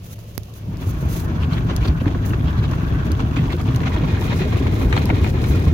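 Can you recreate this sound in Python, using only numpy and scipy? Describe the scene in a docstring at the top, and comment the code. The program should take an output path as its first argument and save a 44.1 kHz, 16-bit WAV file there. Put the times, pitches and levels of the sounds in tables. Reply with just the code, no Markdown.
"""Spinning cloth brushes churn against a car in an automatic wash, heard from inside over humming machinery.
Hundreds of wet strips boom on the panels, drum on the doors and slap the side glass; bundles lash it,
knots rap the door skin, cloth scrubs and scrapes, foam spits and spray fizzes.
A hand-held phone turns towards the window as the brush moves from the rear door to the front,
with sleeve rustle and small handling ticks close to its two microphones."""
import sys
import numpy as np
from scipy import signal
from scipy.fft import rfft, irfft, next_fast_len
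from scipy.io import wavfile
from scipy.ndimage import uniform_filter1d

SR = 44100
rng = np.random.default_rng(int(sys.argv[2]) if len(sys.argv) > 2 else 0)


def wrap_up_sound(samples):
    """Save the sound to the file named by the first command line argument, as 16-bit audio."""
    columns = np.atleast_2d(samples).T
    # keep every value between -1 and 1, then stretch to whole-number steps
    tamed = np.clip(columns, -1, 1)
    steps = np.round(tamed * 32767).astype(np.int16)
    wavfile.write(sys.argv[1], SR, steps)


N = 253045
TIME = np.arange(N) / SR
MIC_LAG_S = 0.0005  # sound's travel time from one microphone to the other
TURN_S = 3.95  # the phone swings round to the front side window
THUMP_RISE_S, THUMP_FALL_S = 0.0056, 0.019

# brush motor tones: pitch_hz, level_db
MOTOR_TONES = [(35.4, -46), (105.6, -33.5), (171, -53)]
# strokes of sleeve and hand: start_s, hold_s, level_db
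SLEEVE_STROKES = [(0.045, 0.092, -47.5), (0.11, 0.036, -46), (0.19, 0.028, -52), (0.28, 0.022, -51),
                  (0.555, 0.036, -48), (0.8, 0.23, -50), (0.87, 0.041, -42.5), (1.01, 0.07, -51.5),
                  (1.092, 0.11, -36.5), (1.101, 0.003, -49), (1.19, 0.03, -45), (1.225, 0.033, -46),
                  (1.52, 0.089, -50.5), (1.84, 0.046, -49), (2.262, 0.016, -40), (2.28, 0.045, -45),
                  (2.72, 0.04, -52), (3.055, 0.017, -47), (4.2, 0.077, -44.5), (4.74, 0.12, -45.5),
                  (5.48, 0.054, -47)]
# the sleeve's stereo placement: frequency_hz, left_minus_right_db
SLEEVE_PAN = [(2000, 1.5), (6000, -13), (8500, 2.5), (11000, -5), (13000, 1), (15500, 11)]
# how hard the brushes work on the car: time_s, boom_db, door_db, patter_db
BRUSH_LEVELS = [(0.42, -39, -68, -57.5), (0.62, -36, -42.5, -51), (0.72, -28, -36.5, -46),
                (0.95, -23, -32, -40.5), (1.25, -21.5, -29.5, -38.5), (1.6, -20, -26.5, -37),
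                (1.9, -21.5, -29.5, -37), (2.2, -20.5, -28, -40), (2.65, -19, -28, -38),
                (3.45, -21, -27, -36.5), (3.9, -20.5, -26.5, -35), (4.4, -21, -25.5, -33),
                (4.75, -18, -25, -34), (5.35, -18, -25.5, -33.5), (5.74, -18.5, -26.5, -35.5)]
# strips lifting clear of the glass: time_s, dip_db
STRIP_LIFTS = [(1.645, -4), (1.95, -10), (3.64, -9), (4.64, -0.5), (4.70, -4.5), (4.895, -2), (5.32, -11.5)]
# bundles lashing the glass: start_s, crack_db, swish_db, thud_db, smack_hz, dull_above_hz
BUNDLE_LASHES = [(0.183, -48, -85, -51, 640, 895), (0.484, -50, -66, -57, 720, 1100),
                 (0.737, -49, -60, -38, 650, 1500), (0.815, -44, -38, -36.5, 1900, 3000),
                 (1.531, -40, -48, -30, 2700, 6000), (1.699, -44, -29.5, -33, 2700, 4500),
                 (1.848, -41, -28.5, -28, 1450, 5000), (2.009, -35, -45, -29, 1300, 4000),
                 (2.058, -29.5, -47, -26.5, 1100, 2000), (2.079, -32, -37, -40, 1900, 5000),
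                 (2.148, -32, -39, -27.5, 1500, 1800), (2.248, -36, -48, -37, 1100, 2800),
                 (2.334, -27, -39, -44, 1430, 2390), (2.472, -38, -33.5, -45, 1040, 4500),
                 (2.64, -31, -49, -33, 1530, 4500), (2.715, -33, -36, -36, 2800, 5000),
                 (2.734, -30, -37, -39, 1300, 2500), (2.912, -45, -45, -26.5, 890, 3000),
                 (3.203, -28.5, -33, -30, 860, 7000), (3.366, -27, -33, -28, 2380, 5000),
                 (3.455, -44, -52, -37, 1080, 3000), (3.529, -32.5, -42, -32.5, 985, 4500),
                 (3.686, -37, -50, -33, 1700, 3200), (3.806, -34, -35, -34, 950, 3000),
                 (3.834, -28, -44, -35, 1090, 3000), (3.87, -25.5, -26, -29, 1090, 3000),
                 (3.937, -33, -35, -30, 1080, 3400), (3.963, -27.5, -47, -26.5, 560, 3000),
                 (4.04, -36, -32, -39, 1100, 4500), (4.318, -32, -26.5, -27, 1100, 4500),
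                 (4.399, -34, -34, -39, 1010, 4500), (4.418, -26.5, -39, -43, 1900, 4500),
                 (4.526, -37, -48, -38, 1320, 4000), (4.668, -27, -46, -31, 1200, 3500),
                 (4.815, -29.5, -32.5, -28, 1040, 4000), (4.927, -18.5, -41, -41, 1600, 6000),
                 (4.938, -27, -40, -49, 1100, 3000), (4.965, -19.5, -30, -32, 900, 6000),
                 (4.976, -21, -45, -39, 2100, 4500), (5.093, -24.5, -39, -31, 900, 2800),
                 (5.101, -17.5, -47, -24, 2300, 2700), (5.244, -24, -45, -31, 2110, 3400),
                 (5.264, -28, -45, -44, 2400, 3600), (5.44, -28.5, -44, -44, 2400, 3980)]
# ticks of the grip: start_s, level_db, left_minus_right_db
GRIP_TICKS = [(0.19, -55.5, -18), (0.4334, -50, -11), (0.539, -50.5, -8), (0.771, -49, -2),
              (1.7641, -31, 1), (2.2623, -53, 2), (2.713, -44.5, -3.5), (3.118, -36, 1), (3.523, -46, -8),
              (3.614, -44, 0), (3.761, -37.5, -6), (4.211, -44, 10), (5.0556, -35, -1)]
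# heavy blows on the panels: start_s, level_db, pitch_hz
PANEL_THUMPS = [(0.666, -16, 96.5), (0.681, -17, 183), (0.705, -19, 148), (0.867, -9, 99),
                (1.051, -8.5, 76.5), (1.391, -11, 56), (1.428, -8, 79), (1.519, -9, 162),
                (1.645, -11, 119.5), (1.778, -3.5, 109.5), (1.81, -4.5, 55), (1.885, -0.5, 67),
                (2.059, -7, 110), (2.302, -3.5, 120), (2.439, -2, 69), (2.574, -5.5, 112.3),
                (2.823, -9, 87), (2.924, -8, 64), (3.107, -7.5, 87), (3.232, -5.5, 108), (3.391, -4.5, 151),
                (3.426, -5.5, 123), (3.46, -13, 58), (3.68, -7, 129), (3.736, -4, 125), (3.94, -8.5, 56.6),
                (4.025, -6.5, 153), (4.126, -4.5, 101), (4.342, -4.5, 91), (4.535, -6.5, 94),
                (4.64, -8, 86), (4.771, -6.5, 66.4), (4.85, -3, 58), (4.935, -5, 108), (5.087, -7.5, 70),
                (5.125, -9, 101), (5.213, -2, 81), (5.497, -4, 71), (5.552, -3, 86.7), (5.669, -1.5, 74),
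                (5.71, -5, 89.5)]
# knots of cloth rapping the door: start_s, level_db, pitch_hz
KNOT_RAPS = [(0.812, -28.5, 259), (0.886, -37, 264), (1.026, -24, 220), (1.294, -30, 218), (1.35, -29, 220),
             (1.709, -25.5, 263), (1.863, -27.5, 251), (2.015, -22.5, 224), (2.064, -21, 270),
             (2.31, -27, 219), (2.336, -30, 359), (2.403, -25, 239), (2.58, -24.5, 200), (2.629, -29, 244),
             (2.823, -26, 244), (2.956, -28.5, 291), (3.1, -22, 240), (3.233, -28, 217), (3.255, -34, 315),
             (3.368, -23, 269), (3.536, -24, 345), (3.658, -26, 242), (3.696, -25.5, 243),
             (3.971, -29, 315), (4.008, -25, 272), (4.034, -28, 339), (4.098, -31, 355), (4.404, -24, 366),
             (4.453, -30, 425), (4.603, -19, 257), (4.655, -23, 220), (4.737, -26, 304), (4.823, -22, 250),
             (4.925, -29, 340), (5.048, -25, 207), (5.125, -22.5, 295), (5.226, -21.5, 222),
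             (5.286, -27, 360), (5.342, -26.5, 353), (5.501, -25.5, 281), (5.54, -24, 327),
             (5.556, -23, 257), (5.672, -25, 266), (5.726, -21, 245)]
# modes of the door skin: pitch_ratio, level_db, decay_s
SKIN_MODES = [(1, 5.5, 0.013), (1.37, -4, 0.014), (1.85, -11.5, 0.007)]
# wet cloth scraping the paint: start_s, length_s, level_db, centre_hz, width_hz
PAINT_SCRAPES = [(1.397, 0.033, -43, 2850, 400), (1.423, 0.027, -36, 2800, 300),
                 (1.506, 0.075, -41, 2700, 450), (1.523, 0.023, -38, 4300, 1300),
                 (1.565, 0.03, -36, 2900, 1500), (1.68, 0.057, -41, 3020, 1400),
                 (1.808, 0.04, -39, 2750, 900), (1.842, 0.025, -36, 3900, 1200),
                 (1.873, 0.019, -34, 4350, 500), (1.996, 0.023, -41, 2700, 800),
                 (2.058, 0.033, -41.5, 2700, 1200), (2.461, 0.045, -40, 3000, 1100),
                 (2.565, 0.04, -42, 3960, 1400), (2.621, 0.045, -37.5, 3160, 1100),
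                 (2.874, 0.016, -43, 3300, 1300), (3.359, 0.045, -34, 2500, 900),
                 (3.444, 0.025, -45, 2450, 600), (3.492, 0.045, -37, 2520, 500),
                 (3.521, 0.023, -35.5, 3000, 1400), (3.673, 0.034, -40, 2450, 900)]

# fader rides: time_s, level_db
SCRUB_LEVELS = [(0.5, -87), (1.0, -48), (1.5, -41), (2.2, -43.5), (3.2, -42), (3.9, -49)]  # cloth on the rear window
FOAM_LEVELS = [(0.6, -70), (1.3, -56), (2.3, -44.5), (2.9, -43), (3.4, -42.5), (3.95, -38), (4.4, -40.5),
               (5.74, -45.5)]  # foam on the glass

# resonances of the doors and side windows: centre_hz, width_hz, gain_db
REAR_DOOR_MODES = [(151, 21, 12), (283, 55, -2), (345, 38, -4)]
FRONT_DOOR_MODES = [(98, 59, 9.7), (373, 43, 4.7), (485, 97, 4.9)]
REAR_GLASS_MODES = [(650, 50, 3), (1040, 170, 4.5), (1520, 220, 1), (1690, 42, -2), (2380, 440, -18),
                    (2660, 100, -3), (3400, 110, 3)]
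FRONT_GLASS_MODES = [(666, 55, 2.5), (970, 81, 3), (1100, 41, -10), (1400, 39, 3), (1860, 90, 5.5),
                     (2210, 230, 4), (2456, 64, 7), (3300, 240, 1.5), (3730, 170, 4), (4120, 100, 5.5)]

# tone curves: frequency_hz, gain_db
MACHINE_EQ = [(15, -49), (25, -15), (54, -9.5), (86, 7.5), (130, -13), (173, -1), (264, -13), (450, -13),
              (632, -16), (1280, -44.5), (2860, -26), (3700, -33), (5150, -33), (7000, -48), (9100, -73),
              (15400, -120)]  # motors and pumps through the closed car
SLEEVE_EQ = [(500, 5), (2000, 2), (4000, 0), (5200, -3.5), (6500, 3), (7800, -3.5), (9600, -4), (11200, 4),
             (13000, 0), (14500, 3.5), (15600, -1), (17000, -13)]  # hiss of fibres
BOOM_EQ = [(18, -39), (30, -16), (40, -6.5), (52, -8.5), (68, -1.5), (90, -3.5), (115, -4), (138, -7.5),
           (160, -6), (200, -22), (300, -46), (600, -82)]  # roof and body panels
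DOOR_EQ = [(100, -29), (170, -1.5), (230, 0.5), (275, 0), (330, -2.5), (420, -9), (520, -13), (650, -16),
           (1000, -25), (2500, -90)]  # drumming doors
SLAP_EQ = [(250, -16), (500, 1), (750, -1.5), (1100, 2), (1600, -3.5), (2500, -4.5), (3100, -6.5),
           (4200, -11.5), (5100, -18), (6600, -16), (8000, -33), (11000, -38), (16000, -79)]  # strip ends on glass
CRACK_EQ = [(200, -38), (450, -2.5), (700, 2), (1100, -3.5), (2000, -2.5), (2700, -0.5), (3300, -7.5),
            (4500, -5.5), (5100, -25), (9000, -28), (16000, -50)]  # a whole bundle on glass
SPLASH_EQ = [(1000, -47), (2400, -1), (3200, -7), (4400, -1), (5100, -13), (6800, -11), (8000, -17),
             (16000, -28)]  # water bursting off the glass
TICK_EQ = [(500, -26), (2500, 2), (4000, 8.5), (6700, 9), (9000, -2.5), (11500, 9), (16000, -1.5)]  # the slipping grip
CLICK_EQ = [(300, -2), (2000, -2), (3000, -10), (6000, 3.5), (8500, -15), (11500, 5.5), (16000, -4)]  # a finger on the microphone port
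SCRUB_EQ = [(700, -13.5), (1050, 5), (1300, -4.5), (1560, 9.5), (1750, -2.5), (2600, -37)]  # bristly drag along the rear window
RASP_EQ = [(800, 1), (1800, -4), (4300, -8.5), (5300, -12), (9000, -25)]  # cloth on paint
SPRAY_EQ = [(2000, -9), (4000, 3.5), (5200, 4), (6500, 2.5), (7800, -3.5), (9600, -5), (11200, -1.5),
            (13000, -3), (15500, -3), (17000, -7)]  # fine droplets on glass


def undb(db):
    """Decibels to gain."""
    return 10 ** (np.asarray(db) / 20)


def unit(x):
    """Scale to rms 1."""
    return x / np.sqrt(np.mean(x ** 2))


def steady(x, span_s):
    """Hold the rms near 1 over every span."""
    power = uniform_filter1d(np.mean(x ** 2, axis=0), int(span_s * SR))
    return x / np.sqrt(uniform_filter1d(power, int(span_s * SR / 2)) + 1e-12)


def at_level(sound, db):
    """Scale a hit so that its first 10 ms sit at this level."""
    return sound / sound[:, :SR // 100].std() * undb(db)


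def add(out, start_s, sound):
    """Mix a sound in at its cue."""
    i = int(start_s * SR)
    out[:, i:i + sound.shape[1]] += sound[:, :N - i]


def wander(rate_hz):
    """Smooth random modulation with rms 1."""
    hold = int(SR / rate_hz)
    steps = rng.standard_normal(N)[np.arange(N) // hold]
    return unit(uniform_filter1d(uniform_filter1d(steps, hold), hold))


def swells(cues, rise_s, fall_s):
    """Summed power of attack-hold-release envelopes."""
    t = TIME[::32]
    power = 0
    for start_s, hold_s, db in cues:
        fade = np.maximum(start_s - t, 0) / rise_s + np.maximum(t - start_s - hold_s, 0) / fall_s
        power = power + undb(db) ** 2 * np.exp(-2 * fade)
    return np.interp(TIME, t, power)


def colour(x, curve, modes=()):
    """Minimum-phase EQ: a tone curve with optional resonances standing on it."""
    n = 2 * next_fast_len(x.shape[-1] // 2 + 4096)
    hz = np.fft.rfftfreq(n, 1 / SR) + 1e-3
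    curve_hz, curve_db = np.transpose(curve)
    peaks = sum(undb(db) ** 2 / (1 + (2 * (hz - centre) / width) ** 2) for centre, width, db in modes)
    gain = undb(np.interp(np.log(hz), np.log(curve_hz), curve_db)) * np.sqrt(1 + peaks)
    cepstrum = irfft(np.log(gain))[:n // 2]
    cepstrum[1:] *= 2
    return irfft(rfft(x, n) * np.exp(rfft(cepstrum, n)))[..., :x.shape[-1]]


def diffuse(n):
    """Noise from all sides at two spaced microphones: alike in the bass, wide above."""
    likeness = np.sinc(2 * np.fft.rfftfreq(n, 1 / SR) * MIC_LAG_S)
    mid, side = rfft(rng.standard_normal((2, n))) * np.sqrt([1 + likeness, 1 - likeness])
    return unit(irfft(np.array([mid + side, mid - side]), n))


def cabin(t60_s, direct_db, bearing):
    """Response from one spot on the car: a direct hit (bearing +1 = left first) and a short tail."""
    t = TIME[:SR // 8]
    response = diffuse(len(t)) * undb(-60 * t / t60_s)
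    response /= np.sqrt(np.sum(response ** 2) / 2)
    for mic, sign in enumerate((-1, 1)):
        arrival = int(round((1 + sign * bearing) * MIC_LAG_S * SR / 2))
        response[mic, arrival] += undb(direct_db)
    return response


def impacts(per_s, spread_db, t60_s, direct_db, bearing, spots=4):
    """Blows landing at random with uneven force on several spots of the car."""
    out = 0
    for _ in range(spots):
        lands = rng.random(N) < per_s / spots / SR
        blows = np.zeros(N)
        blows[lands] = undb(spread_db * np.clip(rng.standard_normal(N)[lands], -2, 2))
        response = cabin(t60_s, direct_db, bearing)
        out = out + signal.oaconvolve((blows - blows.mean())[None], response, axes=1)[:, :N]
    return out


def wet_pops(per_s, low_hz, high_hz, cycles, spread_db):
    """Tiny damped pings at random moments, each with its own pitch, force and pan."""
    out = np.zeros((2, N))
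    t = TIME[:SR // 50]
    for when, pitch, force, pan, phase in rng.random((int(per_s * N / SR), 5)):
        hz = low_hz * (high_hz / low_hz) ** pitch
        pop = np.sin(2 * np.pi * (hz * t + np.array([[0], [phase]]))) * np.exp(-t * hz / cycles)
        gain = undb(spread_db * min(-np.log(1 - force), 3))
        add(out, when * (N - 1) / SR, pop * np.sqrt([[pan], [1 - pan]]) * gain)
    return unit(out)


def rear_to_front(rear, front, fade_s=0.48):
    """Equal-power crossfade as brush and phone move on from the rear door to the front."""
    share = np.clip((TIME - TURN_S) / fade_s + .5, 0, 1)
    return unit(rear) * np.sqrt(1 - share) + unit(front) * np.sqrt(share)


def machinery(waver_db=1.5, drift=0.0101):
    """Motors and pumps hum through the closed car: wavering tones on a bed of rumble."""
    hum = 0
    for hz, db in MOTOR_TONES:
        gain = undb(db + waver_db * wander(21.7))
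        pitch_hz = hz * (1 + drift * wander(7.8))
        hum = hum + gain * np.sin(2 * np.pi * np.cumsum(pitch_hz) / SR)
    return hum + unit(colour(diffuse(N), MACHINE_EQ)) * undb(-39.5)


def churning(bundle_hz=5.1, landing_s=0.13):
    """The brush bed: drumming and patter pulse as each bundle of strips comes round."""
    times, *levels = np.transpose(BRUSH_LEVELS)
    boom_db, door_db, patter_db = (np.interp(TIME, times, db) for db in levels)
    pulse = np.cos(2 * np.pi * bundle_hz * (TIME - landing_s))
    door = undb(door_db + 1.36 * pulse)
    patter = undb(patter_db + 0.54 * pulse) * duck_before_lashes() * lift_dips()
    # each thump shakes the door; each lash drags a swish that peaks just after the crack
    shakes = [(s + THUMP_RISE_S, 0, db - 22) for s, db, _ in PANEL_THUMPS]
    swishes = [(s + 0.011, 0, db) for s, _, db, *_ in BUNDLE_LASHES]
    door = np.sqrt(door ** 2 + swells(shakes, THUMP_RISE_S, THUMP_FALL_S))
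    patter = np.sqrt(patter ** 2 + swells(swishes, rise_s=0.028, fall_s=0.0081))
    return panel_drumming(undb(boom_db), door) + wet_slaps(patter)


def panel_drumming(boom_gain, door_gain):
    """Soft heavy blows make the big panels boom and the doors drum."""
    boom = colour(impacts(per_s=240, spread_db=2, t60_s=0.057, direct_db=1, bearing=0), BOOM_EQ)
    blows = impacts(per_s=300, spread_db=2, t60_s=0.1, direct_db=-11.5, bearing=1)
    rear = colour(blows, DOOR_EQ, REAR_DOOR_MODES)
    front = colour(blows, DOOR_EQ, FRONT_DOOR_MODES)
    body = steady(boom, 0.036) * boom_gain + steady(rear_to_front(rear, front), 0.047) * door_gain
    return body * undb([[0.23], [-0.23]])


def wet_slaps(gain, split_hz=1800):
    """Strip ends patter on the glass in bunches, over a swish of soapy cloth."""
    swish = undb(-10.5) * diffuse(N)
    rear = unit(impacts(per_s=400, spread_db=3, t60_s=0.1, direct_db=-15.5, bearing=-1))
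    front = unit(impacts(per_s=500, spread_db=4.5, t60_s=0.1, direct_db=-19, bearing=0.91))
    patter = rear_to_front(colour(rear + swish, SLAP_EQ, REAR_GLASS_MODES),
                           colour(front + swish, SLAP_EQ, FRONT_GLASS_MODES))
    # the bright splash of the water flutters apart from the duller smack of the cloth
    smack = signal.sosfiltfilt(signal.butter(2, split_hz, fs=SR, output="sos"), patter)
    splash = patter - smack
    patter = smack * undb(0.99 * wander(70)) + splash * undb(2 * wander(70))
    splats = wet_pops(per_s=130, low_hz=739, high_hz=3600, cycles=7.3, spread_db=2.5)
    return steady(unit(patter) + undb(-7) * unit(colour(splats, SLAP_EQ)), 0.19) * gain


def duck_before_lashes(depth_db=-3, lead_s=0.046, width_s=0.021):
    """Gain that sinks briefly as the strips lift off before a bundle lands."""
    t = TIME[::32]
    gaps = [np.exp(-((t - s + lead_s) / width_s) ** 2) for s, *_ in BUNDLE_LASHES]
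    return np.interp(TIME, t, undb(depth_db * np.max(gaps, axis=0)))


def lift_dips(width_s=0.016):
    """Gain that dips while the strips are clear of the glass."""
    return undb(sum(db * np.exp(-((TIME - s) / width_s) ** 2) for s, db in STRIP_LIFTS))


def sleeve_rustle(catches_per_s=2500, grip_db=-55.5):
    """Fibres catch and slip near the phone: crackling hiss with each stroke, faint rubbing between."""
    fibres = (rng.random((2, N)) < catches_per_s / SR) * rng.standard_normal((2, N))
    hiss = colour(unit(fibres) + undb(6) * diffuse(N), SLEEVE_EQ)
    panned = np.array([colour(channel, [(hz, sign * db / 2) for hz, db in SLEEVE_PAN])
                       for channel, sign in zip(hiss, (1, -1))])
    rubbing = np.sqrt(undb(grip_db) ** 2 + swells(SLEEVE_STROKES, rise_s=0.0067, fall_s=0.005))
    return unit(panned) * rubbing * undb(2.13 * wander(110))


def lashes(flam_s=0.005, late_strips=4, rolloff_db_per_octave=-14):
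    """A bundle lands in a tight flam: a crack on the glass, a splash of water, a thud in the door."""
    out = np.zeros((2, N))
    t = TIME[:SR // 8]
    for start_s, crack_db, _, thud_db, smack_hz, dull_above_hz in BUNDLE_LASHES:
        late, force = rng.random((2, late_strips))
        blows = np.zeros(SR // 16)
        blows[(late * flam_s * SR).astype(int)] = .5 * force * (1 - late / 2)
        blows[0] = 1
        response = cabin(t60_s=0.038, direct_db=-6.5, bearing=np.sign(start_s - TURN_S))
        ring = signal.fftconvolve(blows[None], response)
        ring = colour(ring, [(dull_above_hz, 0), (4 * dull_above_hz, 2 * rolloff_db_per_octave)])
        glass = REAR_GLASS_MODES
        if start_s > TURN_S:  # the front window is nearer the left microphone
            glass = FRONT_GLASS_MODES
            ring = ring * undb([[1.75], [-1.75]])
        crack = colour(ring, CRACK_EQ, glass + [(smack_hz, 330, 3.5)])
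        splash = colour(ring, SPLASH_EQ, glass)
        add(out, start_s, at_level(crack, crack_db) + at_level(splash, crack_db - 9.5))
        # the weight of the cloth follows more softly and pushes the door for longer
        thud = colour(diffuse(len(t)) * t * np.exp(-t / 0.0076), DOOR_EQ)
        add(out, start_s, thud / thud[:, :SR // 40].std() * undb(thud_db))
    return out


def grip_ticks(snap_s=0.0006, catch_s=0.001, tail_s=0.006, ring_hz=4430):
    """The grip slips, then catches again: dry double ticks."""
    out = np.zeros((2, N))
    t = TIME[:SR // 16]
    for start_s, db, pan_db in GRIP_TICKS:
        catch = undb(-10) * (t > catch_s) * np.exp(-abs(t - catch_s) / snap_s)
        envelope = np.exp(-t / snap_s) + catch + undb(-14) * np.exp(-t / tail_s)
        tick = colour(diffuse(len(t)) * envelope, TICK_EQ, [(ring_hz, 1500, 2)])
        add(out, start_s, at_level(tick, db + np.array([[pan_db], [-pan_db]]) / 2))
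    return out


def finger_knock(start_s=0.379, click_db=1.7, bump_db=-11.5, case_hz=270):
    """A finger knocks the right microphone port: a click, a hollow push of air, a slow swing back."""
    out = np.zeros((2, N))
    t = TIME[:SR // 16]
    click = colour((t == 0) + 0.17 * rng.standard_normal(len(t)) * np.exp(-t / 0.0007), CLICK_EQ)
    push = 1.32 * np.cos(2 * np.pi * case_hz * t) * np.exp(-t / 0.0014)
    swing = 0.5 * np.sin(2 * np.pi * 75 * t + 0.94) * np.exp(-t / 0.014)
    knock = undb(click_db) * click + undb(bump_db) * (push - swing)
    add(out, start_s, knock * undb([[-26], [0]]))
    return out


def scrubbing():
    """Cloth drags along the rear window in uneven pushes."""
    drag = impacts(per_s=700, spread_db=3.5, t60_s=0.059, direct_db=-11, bearing=-0.82)
    level_db = np.interp(TIME, *np.transpose(SCRUB_LEVELS)) + 2.8 * wander(28.02)
    return unit(colour(drag, SCRUB_EQ)) * undb(level_db)


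def foam_splatter():
    """Gobs of foam thrown off the strips hit the glass as separate gritty spits."""
    pops = wet_pops(per_s=110, low_hz=850, high_hz=3500, cycles=4.1, spread_db=3)
    grit = unit(impacts(per_s=100, spread_db=4, t60_s=0.02, direct_db=-2, bearing=-1))
    spits = colour(pops + undb(4) * grit,
                   [(400, -12.5), (1000, 0), (2200, -3.5), (3400, -2.5), (5000, -16), (9000, -33)])
    return unit(spits) * undb(np.interp(TIME, *np.transpose(FOAM_LEVELS))) * lift_dips()


def panel_thumps():
    """A heavy wad of cloth pushes a panel in; it swings for a few cycles."""
    out = np.zeros((2, N))
    t = TIME[:SR // 6]
    envelope = (1 - np.exp(-t / THUMP_RISE_S)) * np.exp(-t / THUMP_FALL_S)
    for start_s, db, hz in PANEL_THUMPS:
        swing = np.sin(2 * np.pi * hz * t) * envelope
        add(out, start_s, swing[None] * undb(db))
    return out


def door_raps(sharp_share=0.084, relax_s=0.0048, attack_s=0.0016):
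    """A knot of cloth raps the door skin: a short hollow note that sags as the skin relaxes."""
    out = np.zeros((2, N))
    t = TIME[:SR // 8]
    bent_t = t + sharp_share * relax_s * (1 - np.exp(-t / relax_s))
    attack = 1 - np.exp(-t / attack_s)
    for start_s, db, hz in KNOT_RAPS:
        detunes = 1 + 0.04 * rng.standard_normal(len(SKIN_MODES))
        ring = sum(undb(mode_db) * np.sin(2 * np.pi * hz * ratio * detune * bent_t) * np.exp(-t / decay_s)
                   for (ratio, mode_db, decay_s), detune in zip(SKIN_MODES, detunes))
        rap = signal.fftconvolve((ring * attack)[None], cabin(t60_s=0.032, direct_db=3.5, bearing=0))
        add(out, start_s, at_level(rap, db))
    return out


def scrapes(slips_per_s=1400, glide=0.06, peak_db=14):
    """Wet cloth sticks and slips on the paint: a rasp whose resonance falls as the strip slows."""
    out = np.zeros((2, N))
    for start_s, length_s, db, hz, width_hz in PAINT_SCRAPES:
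        n = int(length_s * SR)
        progress = np.arange(n) / n
        chance, force = rng.random((2, SR // 8))[:, :n]
        slips = (chance < slips_per_s / SR) * (.5 + force)
        early = unit(colour(slips, RASP_EQ, [(hz * (1 + glide / 2), width_hz, peak_db)]))
        late = unit(colour(slips, RASP_EQ, [(hz * (1 - glide / 2), width_hz, peak_db)]))
        stroke = (early * (1 - progress) + late * progress) * np.sqrt(np.sin(np.pi * progress))
        scrape = signal.fftconvolve(stroke[None], cabin(t60_s=0.025, direct_db=-9, bearing=-1))
        add(out, start_s, scrape / scrape[:, :n].std() * undb(db))
    return out


def spray(enter_s=2.8, full_s=4.3, level_db=-49):
    """Droplets flung off the brush fizz on the side window, fading in as the phone nears it."""
    fizz = unit(impacts(per_s=1100, spread_db=19, t60_s=0.055, direct_db=-27, bearing=0))
    hiss = undb(-4.5) * diffuse(N)
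    drops = undb(-17) * wet_pops(per_s=220, low_hz=7500, high_hz=14500, cycles=4, spread_db=9)
    gain = np.interp(TIME, [enter_s, full_s], [0, 1]) * undb(level_db + 2.4 * wander(25.18))
    return unit(colour(fizz + hiss + drops, SPRAY_EQ)) * gain


def scene():
    """The brushes close in on the car over the steady machinery, with handling noise up close."""
    cloth = churning() + panel_thumps() + door_raps() + lashes() + scrapes() + scrubbing()
    water = foam_splatter() + spray()
    return cloth + water + machinery() + sleeve_rustle() + grip_ticks() + finger_knock()


def record(dry):
    """The rumble below 27 Hz is thinned, and the phone cuts the top above 16 kHz."""
    thinned = signal.sosfilt(signal.butter(3, 27, "high", fs=SR, output="sos"), dry)
    return signal.sosfilt(signal.ellip(10, .2, 80, 16000, fs=SR, output="sos"), thinned)


dry = scene()
out = record(dry)
wrap_up_sound(out)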